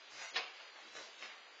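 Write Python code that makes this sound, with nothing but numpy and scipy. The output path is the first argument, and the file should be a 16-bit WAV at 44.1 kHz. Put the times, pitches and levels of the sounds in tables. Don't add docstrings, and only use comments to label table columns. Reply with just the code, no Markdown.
import sys
import numpy as np
from scipy import signal
from scipy.fft import rfft, irfft
from scipy.io import wavfile
from scipy.ndimage import uniform_filter1d

SR = 44100
rng = np.random.default_rng(int(sys.argv[2]) if len(sys.argv) > 2 else 0)


def dump_mix(stems):
    frames = np.atleast_2d(stems).T
    limited = np.clip(frames, -1, 1)
    pcm = np.round(limited * 32767).astype(np.int16)
    wavfile.write(sys.argv[1], SR, pcm)


def nominal_scale(level):
    x = np.asarray(level, float) / 20
    return 10 ** x


N = 70560

# (frequency [Hz], density [dB per Hz])
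HISS_SPECTRUM = [(120, -39), (400, -9.5), (2200, -6), (4900, -7), (5350, -15.5), (6200, -16), (7300, -16.5),
                 (7900, -29.5)]
# (frequency [Hz], gain [dB])
MIC_COLOUR = [(100, -30.5), (200, -18.5), (450, -5), (1000, -0.5), (2100, -3), (4500, -3), (6500, -6.5),
              (7900, -13)]
# (start [s], frequency [Hz], level [dB], t60 [s])
LONE_RINGS = [(0.346, 4730, -56, 0.04), (0.356, 2690, -42, 0.062), (.361, 1815, -28.5, 0.082),
              (.363, 5090, -34, 0.092), (0.368, 4283, -31, 0.056), (0.358, 3900, -31, 0.051),
              (.372, 1862, -33, 0.049), (.377, 2050, -38, 0.051), (0.385, 2530, -36.5, 0.089),
              (0.4, 2524, -41, 0.043), (.468, 2165, -46.5, 0.044), (.595, 2875, -45.5, 0.095),
              (0.95, 4600, -48.5, .05), (0.963, 1717, -42.5, 0.077), (1.043, 4800, -51, 0.037),
              (1.223, 2500, -50, 0.02), (1.228, 3930, -47.5, .09), (1.23, 4790, -50, .07),
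              (1.255, 3100, -47, .04), (1.231, 2078, -46.5, 0.071), (1.29, 2774, -44.5, .05)]
# (frequency [Hz], level [dB], t60 [s])
PANEL_MODES = [(472, -4.5, 0.008), (745, -6, 0.017), (1148, -2.5, 0.012), (1726, -7, 0.0082),
               (2232, 2, 0.019), (2760, -0.5, 0.011), (3274, -6.5, 0.0088), (4027, -4, 0.013),
               (5190, -0.5, 0.021)]
# (peak time [s], rise [s], fall [s], level [dB], centre [Hz])
SLIP_EVENTS = [(0.15, 0.021, 0.0094, -59, 5600), (0.24, 0.043, 0.073, -53, 6400),
               (0.22, 0.041, 0.024, -55, 2230), (.225, 0.017, 0.022, -62.5, 810),
               (0.33, 0.0066, 0.029, -51, 279), (0.346, 0.003, 0.012, -49.5, 3400),
               (0.366, .007, 0.012, -42, 2900), (0.56, 0.021, 0.078, -61, 3020),
               (0.6, 0.0074, 0.013, -59, 1230), (0.75, 0.0081, 0.041, -61, 1400),
               (0.81, 0.013, 0.017, -61, 4700), (0.963, 0.012, 0.026, -49, 5700),
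               (1, 0.023, 0.025, -54.5, 510), (0.97, .01, 0.011, -58, 1900),
               (1.03, 0.021, 0.044, -58.5, 5100), (1.193, 0.0049, 0.011, -53.5, 7100),
               (1.236, 0.0044, 0.016, -53, 2100), (1.22, 0.008, 0.0053, -61, 2170),
               (1.21, 0.015, 0.059, -54, 187), (0.192, 0.089, 0.033, -62, 115),
               (0.858, 0.04, 0.037, -55.5, 167), (0.97, 0.034, 0.037, -50.5, 128.7),
               (1.301, 0.0087, 0.028, -60.5, 1900), (1.235, .006, 0.017, -57, 3900),
               (.2, 0.051, 0.054, -56.5, 8200), (.377, .005, .012, -46.5, 520), (.17, 0.054, .06, -49, 59),
               (.98, 0.025, 0.035, -59.5, 78)]
# (time [s], level [dB], tilt [dB per octave])
SNAP_EVENTS = [(0.341, -49, 2), (.356, -39, 3), (.360, -29, 1), (.3645, -29, 1.5), (0.3683, -34, 0),
               (.371, -30.5, 2.5), (0.3788, -35.5, -1.5), (0.598, -54, -2.5), (0.614, -56, 5.5),
               (0.76, -48, -5), (.953, -46, -6.5), (0.954, -53, 5), (0.965, -49.5, -3), (0.975, -53.5, 3.5),
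               (1.2253, -35.5, 0.5), (1.2306, -41.5, 2), (1.245, -44, 3), (1.261, -50.5, 2), (.19, -55, 0),
               (.218, -42, 2), (.345, -45, 5.5), (0.358, -42.5, 1.5), (.381, -40, 1), (.388, -39, 0),
               (0.401, -42, 0.5), (1.252, -49, -2), (1.29, -52, -1), (1.303, -48.5, 0)]
# (frequency [Hz], gain [dB])
SNAP_COLOUR = [(150, -6.5), (500, 0), (4300, 1.5), (5400, -1.5), (6000, -18), (7500, -19)]
# (frequency [Hz], gain [dB])
STEP_SIZE = [(100, 3), (600, -4), (1500, 2), (2800, 4.5), (3400, 10), (5000, 10), (5800, 9.5), (7500, 9.5)]
# (frequency [Hz], gain [dB])
VANISHING = [(120, -9), (300, -15), (4950, -8), (5150, -1), (5550, 1), (5700, -9), (7100, -7), (7800, -3)]
# (time [s], change [dB])
STEP_DRIFT = [(0, .5), (.3, 1), (.345, 0), (.355, -4), (.4, -3), (.47, -1), (.6, 0), (.78, -1.5), (.9, 1),
              (1.05, 1), (1.2, -1), (1.35, .5), (1.6, .5)]
# (from [s], to [s], low [Hz], high [Hz])
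LOST_BANDS = [(.27, .3, 0, 400), (.3405, .3415, 0, 400), (.306, .338, 3500, 4250), (.27, .36, 5300, 5600),
              (.334, .347, 5500, 6400), (.352, .364, 4500, 4800), (0, .09, 5150, 5500),
              (.4, .48, 7050, 8000), (.4, .6, 5450, 5570), (.6, .67, 0, 220), (.65, .73, 5150, 5520),
              (.7, .8, 0, 150), (.9, 1.0, 4800, 4950), (1.04, 1.12, 0, 150), (1.04, 1.18, 7650, 8000),
              (1.1, 1.31, 5400, 5600), (1.15, 1.25, 4450, 4560), (1.3, 1.56, 0, 170),
              (1.3, 1.5, 5150, 5600)]
# (from [s], to [s])
SHORT_STRETCH = (.308, .392)

HISS_DB, FLICKER_DB = -56.5, 0.17
ROOM_DB, ROOM_T60_LOW_S, ROOM_T60_HIGH_S, ROOM_SPLIT_HZ = -0.5, 0.42, 0.25, 3900
SWELL_S = 0.0022
GRAINS_PER_S, GRAIN_SCATTER_DB = 4000, 1.5
SLIP_SKIRT_DB, SLIP_RING_DB = 7, -13
CRACK_DB = 6
CAMERA_SR, GRID = 16000, 333
STEP_SCATTER_DB = 2.5


def shape(points, hz):
    table_hz, db = np.array(points, float).T
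    return nominal_scale(np.interp(np.log(np.maximum(hz, 1)), np.log(table_hz), db))


def colour(x, points):
    cepstrum = irfft(np.log(shape(points, np.arange(1025) * SR / 2048)))
    cepstrum[1:1024] *= 2
    cepstrum[1025:] = 0
    impulse = irfft(np.exp(rfft(cepstrum)))[:1024]
    return signal.fftconvolve(x, impulse)[:len(x)]


def tilt(x, db):
    return colour(x, [(250, -3 * db), (8000, 2 * db)])


def unit(x):
    return x / np.sqrt(np.mean(x ** 2))


def decay(t, t60):
    return np.exp(-np.log(1000) * t / t60)


def hiss():
    walk = uniform_filter1d(rng.standard_normal(N), size=3000)
    walk = unit(uniform_filter1d(walk, size=3000))
    return nominal_scale(HISS_DB + FLICKER_DB * walk) * unit(colour(rng.standard_normal(N), HISS_SPECTRUM))


def room(x):
    t = np.arange(SR // 2) / SR
    noise = rng.standard_normal(len(t)) * (1 - np.exp(-t / SWELL_S))
    low = signal.sosfilt(signal.butter(2, ROOM_SPLIT_HZ, fs=SR, output="sos"), noise)
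    high = noise - low
    tail = low * decay(t, ROOM_T60_LOW_S) + high * decay(t, ROOM_T60_HIGH_S)
    return nominal_scale(ROOM_DB) * signal.fftconvolve(x, tail / np.sqrt(np.sum(tail ** 2)))[:N]


def panel(gains):
    t = np.arange(SR // 10) / SR
    ring = np.zeros(len(t))
    for gain, (hz, db, t60) in zip(gains, PANEL_MODES):
        mode = np.sin(2 * np.pi * hz * t) * decay(t, t60)
        ring += gain * nominal_scale(db) * mode / np.sqrt(t60)
    return ring / np.sqrt(np.sum(ring ** 2))


def slips():
    t, out = np.arange(N) / SR, np.zeros(N)
    struck = rng.random(N) < GRAINS_PER_S / SR
    grains = struck * rng.standard_normal(N) * nominal_scale(GRAIN_SCATTER_DB * rng.exponential(size=N))
    rub = unit(grains) + 0.51 * rng.standard_normal(N)
    ringing = signal.fftconvolve(rub, panel(np.ones(len(PANEL_MODES))))[:N]
    rub = rub + nominal_scale(SLIP_RING_DB) * ringing
    edge_db = -3 * SLIP_SKIRT_DB
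    for peak, rise, fall, db, hz in SLIP_EVENTS:
        swell = np.exp(-((t - peak) / rise) ** 2)
        fade = np.exp(-np.maximum(t - peak, 0) / fall)
        rubbed = rub * np.where(t < peak, swell, fade)
        out += 4.5 * nominal_scale(db) * colour(rubbed, [(hz / 8, edge_db), (hz, 0), (hz * 8, edge_db)])
    return out


def rings():
    t, out = np.arange(N) / SR, np.zeros(N)
    for start, hz, db, t60 in LONE_RINGS:
        since = np.maximum(t - start, 0)
        swell = 1 - np.exp(-since / SWELL_S)
        out += nominal_scale(db) * np.sin(2 * np.pi * hz * since) * swell * decay(since, t60)
    return out


def snaps():
    out = np.zeros(N + SR)
    spots = rng.standard_normal((len(SNAP_EVENTS), len(PANEL_MODES)))
    for (time, db, tilt_db), spot in zip(SNAP_EVENTS, spots):
        hit = panel(np.sign(spot) * nominal_scale(1.9 * spot))
        hit[0] += nominal_scale(CRACK_DB)
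        i = int(time * SR)
        out[i:i + len(hit)] += 5.7 * nominal_scale(db) * tilt(hit, tilt_db)
    return colour(out[:N], SNAP_COLOUR)


def scene():
    snap, slip = snaps(), slips()
    at_camera = snap + slip + rings() + room(snap) + room(slip)
    return (colour(at_camera, MIC_COLOUR) + hiss())[None]


def camera_blocks(x, size, mask_db, top_hz):
    n, k = np.arange(2 * size) + 0.5, np.arange(size) + 0.5
    window = np.sin(np.pi * n / (2 * size))[:, None]
    cosines = np.cos(np.pi / size * np.outer(n + size / 2, k))
    base = cosines * window * np.sqrt(2 / size)
    lead = size - GRID % size
    rows = np.pad(x, (lead, 2 * size - (lead + len(x)) % size), mode="reflect").reshape(-1, size)
    lines = np.hstack([rows[:-1], rows[1:]]) @ base
    hz, width = k * CAMERA_SR / 2 / size, max(size // 64, 4)
    count = len(lines)
    band = np.sqrt(np.mean(lines.reshape(count, -1, width) ** 2, axis=2))
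    band = np.repeat(band, width, axis=1)
    whim = np.repeat(rng.standard_normal((count, size // width)), width, axis=1)
    block_level = np.sqrt(np.mean(lines ** 2, axis=1, keepdims=True))
    mask = block_level * nominal_scale(mask_db) * shape(VANISHING, hz)
    step = np.maximum(band * shape(STEP_SIZE, hz) / nominal_scale(mask_db), mask)
    step = step * nominal_scale(STEP_SCATTER_DB * whim)
    at = ((np.arange(count) + 1) * size - lead)[:, None] / CAMERA_SR
    step = step * nominal_scale(np.interp(at, *np.array(STEP_DRIFT).T))
    for start, end, low, high in LOST_BANDS:
        lines = lines * ~((at > start) & (at < end) & (hz > low) & (hz < high))
    rounded = np.sign(lines) * np.floor(abs(lines) / step + 0.405) * step
    back = (rounded * (hz < top_hz)) @ base.T
    out = np.vstack([back[:, :size], 0 * back[:1, :size]])
    out[1:] += back[:, size:]
    return out.ravel()[lead:lead + len(x)]


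def top_cut(x):
    return signal.sosfilt(signal.butter(12, 8840, fs=SR, output="sos"), x)


def record(dry):
    x = signal.resample_poly(dry[0], 160, 441)
    start, end = SHORT_STRETCH
    corners = [start - 0.004, start + 0.004, end - 0.008, end + 0.008]
    short = np.interp(np.arange(len(x)) / CAMERA_SR, corners, [0, 1, 1, 0])
    long = np.sqrt(1 - short)
    long_part = long * camera_blocks(long * x, 1024, 0, 7850)
    x = long_part + short * camera_blocks(x, 128, 3, 6900)
    leaky = signal.firwin(441 * 16 + 1, 7605, fs=CAMERA_SR * 441, window=("kaiser", 7.0))
    y = signal.resample_poly(x, 441, 160, window=leaky)[:N]
    return top_cut(y[None])


dry = scene()
out = record(dry)
dump_mix(out)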